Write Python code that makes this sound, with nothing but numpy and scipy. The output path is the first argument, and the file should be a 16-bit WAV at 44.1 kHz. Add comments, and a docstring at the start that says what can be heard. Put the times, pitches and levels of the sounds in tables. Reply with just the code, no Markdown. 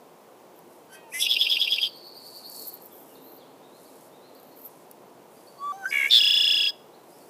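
"""Red-winged blackbird in a park

The close bird's syrinx sings twice, switching between whistle and reed tones: a stuttering chatter that
trails off in thin wheezes, then liquid notes and a harsh trill. Turbulence in the beak adds rasp.
Cloth and plastic rustle nearby, a small bird twitters through the trees, distant traffic rumbles."""
import sys
import numpy as np
from scipy import signal
from scipy.fft import rfft, irfft
from scipy.io import wavfile
from scipy.ndimage import uniform_filter1d

SR = 44100
rng = np.random.default_rng(int(sys.argv[2]) if len(sys.argv) > 2 else 0)


def master(y):
    """Save y as 16-bit WAV."""
    cut = np.clip(np.atleast_2d(y).T, -1, 1)
    pcm = np.round(cut * 32767)  # scale
    wavfile.write(sys.argv[1], SR, pcm.astype(np.int16))


N = 321489
TIME = np.arange(N) / SR
# syrinx in its pure mode: relative level/dB of harmonics 1, 2, ...
WHISTLE_TIMBRE = [2.5, -29.5, -35.5, -44.5]


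def from_db(db):
    """Decibels to gain."""
    return 10 ** (np.asarray(db) / 20)


def at_hz(spectrum, hz):
    """Level/dB of rows (f/Hz, level/dB), interpolated in log f."""
    f, db = np.transpose(spectrum)
    return np.interp(np.log(np.maximum(hz, 1)), np.log(f), db)


def colour(x, spectrum):
    """Shape x to a spectrum with steep skirts; rms 1."""
    hz = np.arange(N // 2 + 1) * SR / N + 1
    skirts = 1 / (1 + (spectrum[0][0] / hz) ** 8) / (1 + (hz / spectrum[-1][0] / 1.1) ** 16)
    shaped = irfft(rfft(x) * from_db(at_hz(spectrum, hz)) * skirts, N)
    return shaped / np.sqrt(np.mean(shaped ** 2) + 1e-20)


def hiss(spectrum):
    """Coloured noise, rms 1."""
    return colour(rng.standard_normal(N), spectrum)


def wander(t, rate_hz):
    """Smooth random curve, spread about 1."""
    steps = (t - t[0]) * rate_hz
    count = int(steps[-1]) + 2
    return np.interp(steps, np.arange(count), rng.standard_normal(count))


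def bursts(rows, rise_db_per_s, fall_db_per_s):
    """Gain of events (t/s, hold/s, level/dB) that rise, hold and fall."""
    return np.max([from_db(db - rise_db_per_s * np.maximum(s - TIME, 0)
                           - fall_db_per_s * np.maximum(TIME - s - hold_s, 0))
                   for s, hold_s, db in rows], axis=0)


def background():
    """Far traffic, one passing engine, faint open-air hiss."""
    # spectra: f/Hz, relative density/dB
    traffic_spectrum = [(18, -69), (30, -39), (59, -36.5), (74, -27), (152, -10), (230, -8), (262, -5.5),
                        (327, -6), (353, -0.5), (417, -6), (441, 0.5), (467, -2.5), (949, -7.5),
                        (1600, -21.5), (2600, -41.5), (3380, -57.5), (5720, -120)]
    engine_spectrum = [(235, -19.5), (266, 6), (290, -14.5), (310, -6.5), (335, -10.5), (440, -8),
                       (480, -24)]
    air_spectrum = [(1500, 1), (2500, -1), (5000, -6), (9000, -7.5), (15300, -5.5)]
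    # swells: t/s, relative level/dB
    traffic_swell = [(0.0, -54), (1.36, -54), (2.23, -53.5), (2.56, -53), (4.53, -53.5), (5.89, -53.5),
                     (6.37, -53), (7.02, -53.5), (7.29, -53.5)]
    engine_swell = [(1.9, -81), (2.6, -61.5), (3.3, -54.5), (3.8, -67), (4.5, -61.5), (5.3, -69)]
    traffic = from_db(np.interp(TIME, *np.transpose(traffic_swell)) + 2) * hiss(traffic_spectrum)
    engine_db = np.interp(TIME, *np.transpose(engine_swell), left=-120, right=-120)
    return traffic + from_db(engine_db) * hiss(engine_spectrum) + from_db(-62.5) * hiss(air_spectrum)


def rustle():
    """Dense tiny slips in cloth and plastic, with a few sharp ticks."""
    def slips(spectrum, clump_db):
        return colour(rng.standard_normal(N) * from_db(clump_db * wander(TIME, 500)), spectrum)

    # bursts of slips: t/s, hold/s, level/dB
    rubs = [(.73, .05, -65), (2.26, .14, -54), (2.56, .09, -45.5), (2.72, .42, -61), (3.8, .25, -60),
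            (4.6, .21, -63), (5.35, .17, -63), (7.11, .18, -62)]
    crinkles = [(.57, .02, -61), (2.52, .06, -50), (2.595, .035, -43.5), (2.676, .008, -34.5),
                (2.735, .015, -43), (2.83, .032, -47), (2.93, .1, -53), (3.07, .11, -60), (3.225, .15, -53),
                (4.35, .17, -64), (4.57, .065, -53.5), (4.653, .011, -40.5)]
    # ticks: t/s, relative peak/dB
    ticks = [(0.5904, -43), (2.4987, -30), (2.6713, -26), (2.772, -40), (2.823, -40), (2.859, -42),
             (4.35, -43), (4.3997, -43), (4.4307, -43), (4.6608, -38), (4.9126, -30)]
    # spectra: f/Hz, relative density/dB
    rub_spectrum = [(3060, -42.5), (5200, -7), (5970, -11), (8140, -5.5), (10500, -4), (11800, -4),
                    (15000, -10.5)]
    crinkle_spectrum = [(9500, -46), (11000, -9), (12300, 5.5), (13500, -1.5), (15300, -3)]
    tick_spectrum = [(4500, -1.5), (6500, -13), (9000, -4), (12000, 5.5), (15300, 3)]
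    rubbing = bursts(rubs, 125, 125) * slips(rub_spectrum, clump_db=3)
    crinkling = bursts(crinkles, 650, 750) * slips(crinkle_spectrum, clump_db=4)
    tick_gain = sum(from_db(db - 4) * np.exp(-np.abs(TIME - s) / .002) * (TIME >= s) for s, db in ticks)
    return rubbing + crinkling + tick_gain * hiss(tick_spectrum)


def syrinx(gesture, timbre_db, syllables=((0, 1, 0),), jitter=.003, rough=.05, throb_hz=0, throb=0):
    """A jittering, optionally throbbing membrane: one gesture per syllable (t/s, pitch ratio, gain/dB)."""
    s, pitch_hz, level_db = np.transpose(gesture)
    t, out = np.arange(s[0], s[-1], 1 / SR), np.zeros(N)
    weights = from_db(timbre_db) / np.sqrt(np.sum(from_db(timbre_db) ** 2) / 2)
    fade = np.clip(np.minimum(t - t[0], t[-1] - t) * 1000, 0, 1)
    valve = 1 - np.clip(throb, 0, 1) * np.sin(np.pi * throb_hz * t) ** 2
    for at_s, ratio, db in syllables:
        hz = ratio * np.interp(t, s, pitch_hz) * (1 + jitter * wander(t, 900))
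        phase = 2 * np.pi * np.cumsum(hz) / SR
        tone = sum(weight * np.sin(k * phase + rng.uniform(0, 2 * np.pi)) * (k * hz < SR / 2)
                   for k, weight in enumerate(weights, 1))
        tone *= from_db(np.interp(t, s, level_db) + db) * fade * valve * (1 + rough * wander(t, 1100))
        start = max(round((at_s + t[0]) * SR), 0)
        out[start:start + len(tone)] += tone[:max(N - start, 0)]
    return out


def glide(start_s, attack_s, hold_s, release_s, first_hz, last_hz, db):
    """Gesture that rises, holds and falls on a straight pitch glide."""
    s = start_s + np.cumsum([0, attack_s, hold_s, release_s])
    hz = np.interp(s, s[[0, -1]], [first_hz, last_hz])
    return np.transpose([s, hz, [db - 16, db, db, db - 16]])


def syllable_run(start_s, count, gap_s, hurry, pitch, sag, arch, db, fade_db, arch_db):
    """Syllable rows: hurry and arch cut gap, pitch and level at both ends; sag and fade tilt the run."""
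    place = np.linspace(-1, 1, count)
    gaps_s = gap_s * (1 - hurry * np.linspace(-1, 1, count - 1) ** 2)
    times_s = start_s + np.append(0, np.cumsum(gaps_s)) + .0004 * rng.standard_normal(count)
    ratios = pitch - sag * place - arch * place ** 2
    return np.transpose([times_s, ratios, db - fade_db * place - arch_db * place ** 2])


def take_turns(whistles, reed, handover_db):
    """The reedy mode falls silent while the syrinx rings in its loud, pure mode."""
    power = np.abs(uniform_filter1d(whistles ** 2, size=70))
    return whistles + reed / (1 + (power / from_db(handover_db) ** 2) ** 2)


def chatter_opening():
    """Soft hoarse notes, then a creak that tightens into a squeal."""
    # glides: t/s, attack/s, hold/s, release/s, first f/Hz, last f/Hz, level/dB
    soft_note = (.895, .04, .01, .06, 1530, 1570, -49)
    soft_creak = (.935, .015, .015, .15, 645, 610, -52.5)
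    undertone = (1.02, .03, .05, .025, 950, 875, -54)
    flick = (1.114, .014, .003, .005, 2150, 2750, -41.5)
    # gestures: t/s, f/Hz, level/dB
    creak = [(1.133, 266, -46), (1.142, 287.6, -34.5), (1.16, 286.7, -31), (1.184, 297, -36),
             (1.204, 303, -40), (1.22, 293, -52.5)]
    squeal = [(1.17, 3000, -54), (1.195, 2850, -34.5), (1.21, 2650, -31.5), (1.235, 2880, -31.5),
              (1.255, 2850, -34), (1.275, 2800, -51.5)]
    # squeal harmonics: relative level/dB
    nasal = [-5.5, 0, -10.5, -7.5, -14]
    # throat and breath spectra: f/Hz, relative level/dB
    throat = [(760, -75), (1300, -41.5), (1510, -38), (2010, -3), (2420, -17.5), (3830, -31), (4270, -51),
              (5450, -56), (6240, -26), (7200, -41), (9360, -69), (15800, -120)]
    breath_spectrum = [(2710, -41), (4600, -20.5), (5160, -8.5), (6090, -4), (6760, -16.5), (8220, -3.5),
                       (9740, -11.5), (10700, 2.5), (11700, -3), (12800, -17), (15200, -14.5)]
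    # puffs of air: t/s, hold/s, level/dB
    puffs = [(.935, .015, -51), (1.148, .04, -37.5), (1.21, .01, -28)]
    notes = syrinx(glide(*soft_note), [0, -7, -12], jitter=.014, rough=.52)
    notes += syrinx(glide(*undertone), [0, -18, -14], jitter=.02, rough=.3)
    notes += syrinx(glide(*soft_creak), [1, -20.5, -2.5, 0, -5.5, -16.5, -14], jitter=.02, rough=.3)
    notes += syrinx(glide(*flick), WHISTLE_TIMBRE, jitter=.02)
    notes += syrinx(squeal, nasal, jitter=.054, rough=.5, throb_hz=294, throb=.42)
    notes += syrinx(creak, at_hz(throat, creak[2][1] * np.arange(1, 25)), jitter=.005, rough=.12)
    flutter = 1 + .45 * np.sin(2 * np.pi * creak[3][1] * TIME)
    return notes + bursts(puffs, 560, 480) * hiss(breath_spectrum) * flutter


def beak_rasp(voice, spectrum, start_s, start_db, fade_db_per_s=7):
    """Turbulence in the beak follows the voice and thins as the song goes on."""
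    effort = np.sqrt(np.abs(uniform_filter1d(voice ** 2, size=160)))
    gain = from_db(start_db - fade_db_per_s * np.maximum(TIME - start_s, 0))
    return gain * effort * hiss(spectrum)


def chatter():
    """Syllables of reed tone, loud peak and fading slurs, sagging in pitch; low rattles between."""
    # syllables: t/s, gain/dB
    beats = [(1.227, -3.5), (1.315, -0.5), (1.415, 0), (1.517, -0.5), (1.618, -1), (1.725, -1.5),
             (1.833, -2.5)]
    # gestures: t/s from syllable centre, nominal f/Hz, relative level/dB
    reed_onset = [(-.034, 1612, -38.5), (-.022, 1677, -29), (-.017, 1690, -24), (-.008, 1680, -23.5),
                  (-.005, 1660, -28.5)]
    reed_tail = [(-.004, 1680, -36.5), (.008, 1700, -30), (.026, 1670, -29.5), (.042, 1650, -30),
                 (.06, 1620, -39), (.078, 1620, -34.5)]
    peak = [(-.0042, 3560, -23), (-.003, 3483, -14.5), (0, 3385, -16.5), (.003, 3260, -18.5),
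            (.005, 3050, -24)]
    slur = [(-.0028, 4000, -32.5), (-.001, 3580, -13.5), (.0005, 3454, -19), (.002, 3250, -20.5),
            (.0045, 3100, -23)]
    rattle = [(-.02, 2803, -29), (-.007, 2507, -28), (-.003, 2740, -13.5), (.001, 2720, -12.5),
              (.005, 2740, -24.5), (.009, 2648, -26), (.02, 2900, -34.5)]
    # reed harmonics: relative level/dB
    reed_timbre = [-39, 2, -1.5, -28, -25.5, -23, -19, -28]
    # beak turbulence: f/Hz, relative density/dB
    rasp_spectrum = [(2200, -13), (2900, 9), (3700, 12), (4200, -3), (5200, 3), (6300, -15), (7500, -25.5),
                     (8500, -8.5), (10600, -23.5), (11800, -10), (13000, -6.5), (15200, -14)]
    start_s, sag_per_s = beats[0][0], .075
    rattle_lead_s, slur_gap_s, slur_fade_db = .0453, .0077, 4
    syllables = [(s, 1.014 - sag_per_s * (s - start_s), db) for s, db in beats]
    rattles = [(s - rattle_lead_s, ratio * 1.03, db - 2.3) for s, ratio, db in syllables[1:]]
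    slurs = [(s + (k + 1) * slur_gap_s, ratio, db - k * slur_fade_db)
             for s, ratio, db in syllables for k in range(5)]
    end_fade = np.interp(TIME, [1.87, 1.895], [1, 0])
    reed = syrinx(reed_onset, reed_timbre, syllables, jitter=.012, rough=.32)
    reed += syrinx(reed_tail, reed_timbre, syllables, jitter=.032, rough=.7) * end_fade
    whistles = syrinx(peak, WHISTLE_TIMBRE, syllables, jitter=.008)
    whistles += syrinx(slur, [0, -36], slurs, jitter=.02, rough=.15)
    whistles += syrinx(rattle, [0, -24, -36, -38, -34], rattles,
                       jitter=.012, rough=.1, throb_hz=280, throb=.95)
    voice = take_turns(whistles, reed, handover_db=-18)
    return voice + beak_rasp(voice, rasp_spectrum, start_s, start_db=-7.9)


def wheezes():
    """Six wheezes grow louder over a thin held whistle."""
    # one wheeze: t/s from centre, nominal f/Hz, relative level/dB
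    wheeze = [(-.026, 4340, -54), (-.008, 4440, -43.5), (.004, 4570, -39), (.016, 4744, -43),
              (.04, 4560, -53)]
    # its harmonics: relative level/dB
    timbre = [0, -16, -8.5]
    # held whistle: t/s, f/Hz, level/dB
    thin_whistle = [(1.87, 4650, -45), (1.95, 4480, -53), (2.25, 4450, -53), (2.48, 4500, -52),
                    (2.62, 4380, -48), (2.75, 4380, -59), (2.87, 4350, -73)]
    run = syllable_run(start_s=1.965, count=6, gap_s=.1, hurry=.01,
                       pitch=.99, sag=.001, arch=.02, db=-5.4, fade_db=-3.6, arch_db=.5)
    pulses = syrinx(wheeze, timbre, run, jitter=.02, rough=.6)
    return pulses + syrinx(thin_whistle, [0, -22, -16], jitter=.026, rough=.9)


def far_bird():
    """One phrase sung three times among single chirps, blurred by trees."""
    # slurs: t/s (in the phrase, from its start), length/s, first f/Hz, last f/Hz, level/dB
    chirps = [(2.903, .047, 3650, 3120, -63), (3.084, .076, 3000, 2700, -68),
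              (3.152, .01, 4700, 3760, -54.5), (3.405, .035, 3700, 3100, -61),
              (4.513, .036, 4250, 4440, -63), (5.36, .035, 4700, 4880, -66), (5.47, .021, 4350, 4620, -56),
              (5.575, .029, 4450, 4580, -58), (6.931, .029, 3700, 4540, -63), (7.11, .059, 4700, 5600, -67),
              (7.2, .037, 4650, 4360, -66)]
    phrase = [(0, .05, 3550, 3900, -64), (.095, .07, 3850, 4450, -63), (.22, .025, 3900, 4900, -61),
              (.25, .03, 4500, 3600, -65)]
    # phrase starts: t/s
    starts_s = [3.145, 3.625, 4.125]
    slurs = chirps + [(start_s + s, *rest) for start_s in starts_s for s, *rest in phrase]
    notes = np.zeros(N)
    for s, length_s, first_hz, last_hz, db in slurs:
        middle = (s + length_s / 2, (first_hz + last_hz) / 2, db)
        gesture = [(s, first_hz, db - 5), middle, (s + length_s, last_hz, db - 7)]
        notes += syrinx(gesture, [0], jitter=.014, rough=.4)
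    return notes + from_db(-4.5) * woods(notes, t60_s=1.0)


def trill_opening():
    """Three fluted notes, a squeak and a throbbing gurgle, over hoarse air."""
    # gestures: t/s, f/Hz, level/dB
    first_note = [(5.575, 1136, -60.5), (5.61, 1114, -40), (5.635, 1141, -32), (5.67, 1159, -30),
                  (5.721, 1155, -29.5), (5.726, 1100, -63)]
    low_note = [(5.722, 757, -47.5), (5.732, 758, -39.5), (5.78, 796, -45), (5.843, 770, -41.5),
                (5.852, 750, -65.5)]
    rising_note = [(5.77, 1575, -58.5), (5.82, 1550, -49.5), (5.848, 1480, -33), (5.853, 1460, -53),
                   (5.856, 1515, -23), (5.868, 1560, -28.5), (5.888, 1620, -39), (5.915, 1580, -47.5)]
    squeak = [(5.878, 5140, -55), (5.892, 4920, -48.5), (5.905, 4870, -41.5), (5.916, 4850, -50.5)]
    gurgle_note = [(5.908, 572, -36), (5.925, 568, -22), (5.97, 560, -19.5), (6.02, 555, -19),
                   (6.064, 546, -19), (6.078, 560, -26.5), (6.09, 590, -32), (6.108, 620, -37)]
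    # harmonics: relative level/dB
    flute_timbre = [-6, -44, -33.5, -47, -49, -42, -42, -50]
    gurgle_timbre = [-48, -24.5, -8.5, 8, -9.5, -17.5, -29]
    # puffs of air: t/s, hold/s, level/dB
    puffs = [(5.63, .22, -63), (5.925, .165, -44)]
    # breath: f/Hz, relative density/dB
    breath_spectrum = [(2650, -39), (4500, -15.5), (5160, -10.5), (5660, -11), (6200, -5), (7300, -10),
                       (7920, -5), (9320, -15.5), (11400, -2), (12800, -15), (15200, -10)]
    notes = syrinx(first_note, flute_timbre, jitter=.00084, rough=.043)
    notes += syrinx(low_note, [4, -23.5, -24.5, -24, -23, -31.5, -30.5, -16], jitter=.006)
    notes += syrinx(rising_note, [2, -30, -41, -24], jitter=.008, rough=.15)
    notes += syrinx(squeak, [0, -18], jitter=.025, rough=.5)
    gurgle = syrinx(gurgle_note, gurgle_timbre, jitter=.026, rough=.22)
    # each beat opens the throat's main resonance; side tones sound on between beats
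    beat_hz = 67.5
    beat = np.cos(np.pi * (TIME - 6.0025) * beat_hz) ** 2
    resonance = signal.sosfiltfilt(signal.butter(2, [1950, 2550], "band", fs=SR, output="sos"), gurgle)
    gurgle -= .99 * (1 - beat) * resonance
    breath = bursts(puffs, 160, 1000) * hiss(breath_spectrum) * (1.2 - .5 * beat)
    return notes + gurgle + breath


def trill():
    """Fast slurs, then a fading trill in which low, high and reedy tones take turns."""
    # gestures: t/s from syllable centre, nominal f/Hz, relative level/dB
    slur = [(-.005, 5100, -25.5), (-.0032, 4400, -16), (-.0015, 3650, -9), (.001, 3410, -4.5),
            (.0028, 3420, -13), (.0042, 3250, -26)]
    low_tone = [(-.004, 2983, -28), (-.0025, 2777, -18), (0, 2770, -15.5), (.003, 2896, -17),
                (.0055, 3077, -25), (.012, 2850, -29.5), (.017, 2760, -31), (.027, 2880, -45)]
    high_tone = [(.0045, 3504, -25), (.007, 3420, -12.7), (.0105, 3320, -13), (.0125, 3330, -21.5),
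                 (.0145, 3290, -15)]
    reed_tone = [(.003, 1728, -25.5), (.011, 1688, -28.5), (.017, 1673, -18.3), (.024, 1675, -18.7),
                 (.03, 1730, -22.5), (.033, 1768, -52)]
    # reed tones into and out of the trill: t/s, f/Hz, level/dB
    lead_in = [(6.097, 1774, -36), (6.112, 1760, -30), (6.15, 1721, -23.5), (6.185, 1700, -21.5),
               (6.201, 1670, -20.5), (6.205, 1750, -28)]
    ending = [(6.688, 1690, -33), (6.697, 1710, -27), (6.705, 1670, -29), (6.712, 1660, -52)]
    # reed harmonics: relative level/dB
    reed_timbre = [-17, 3.5, 1.5, -28, -24, -34, -37, -28.5, -24]
    # beak turbulence: f/Hz, relative density/dB
    rasp_spectrum = [(1400, -17), (2300, -13.5), (3000, -2), (3700, 2), (4300, -9.5), (5300, -7.5),
                     (6200, -18), (8500, -17), (11500, -26.5), (13200, -26), (14500, -12.5), (15300, -15.5)]
    start_s = 6.1112
    slurs = syllable_run(start_s, count=10, gap_s=.0086, hurry=.04,
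                         pitch=1.01, sag=.022, arch=.012, db=-3.9, fade_db=-.3, arch_db=4.6)
    syllables = syllable_run(start_s=6.2075, count=15, gap_s=.034, hurry=.102,
                             pitch=1.01, sag=.007, arch=.016, db=-3.1, fade_db=1.8, arch_db=1.1)
    whistles = syrinx(slur, WHISTLE_TIMBRE, slurs, jitter=.012, rough=.08)
    whistles += syrinx(low_tone, [0, -31, -34, -44, -35], syllables, jitter=.012, rough=.12)
    whistles += syrinx(high_tone, [0, -25, -31, -38], syllables, jitter=.006, rough=.08)
    reed = syrinx(lead_in, reed_timbre, jitter=.018, rough=.35)
    reed += syrinx(reed_tone, reed_timbre, syllables, jitter=.009, rough=.24)
    reed += syrinx(ending, reed_timbre, jitter=.012, rough=.3)
    voice = take_turns(whistles, reed, handover_db=-16)
    return voice + beak_rasp(voice, rasp_spectrum, start_s, start_db=-12.4)


def woods(x, t60_s):
    """Leaves and trunks scatter a dull, dying tail."""
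    t = np.arange(SR) / SR
    tail = rng.standard_normal(len(t)) * from_db(-60 * t / t60_s) * (1 - np.exp(-t / .0074))
    tail = signal.sosfilt(signal.butter(2, 6000, fs=SR, output="sos"), tail)
    return signal.fftconvolve(x, tail / np.sqrt(np.sum(tail ** 2)))[:N]


def scene():
    """Mono mix: the close bird, with its bass cut away, in the park."""
    songs = chatter_opening() + chatter() + wheezes() + trill_opening() + trill()
    blackbird = signal.sosfilt(signal.butter(2, 400, "high", fs=SR, output="sos"), songs)
    scatter = from_db(-30) * woods(blackbird, t60_s=.45)
    return (blackbird + scatter + far_bird() + rustle() + background())[None]


def record(dry):
    """Steep low-pass."""
    cutoff_hz = 15400
    return signal.sosfilt(signal.ellip(12, .2, 80, cutoff_hz, fs=SR, output="sos"), dry)


dry = scene()
out = record(dry)
master(out)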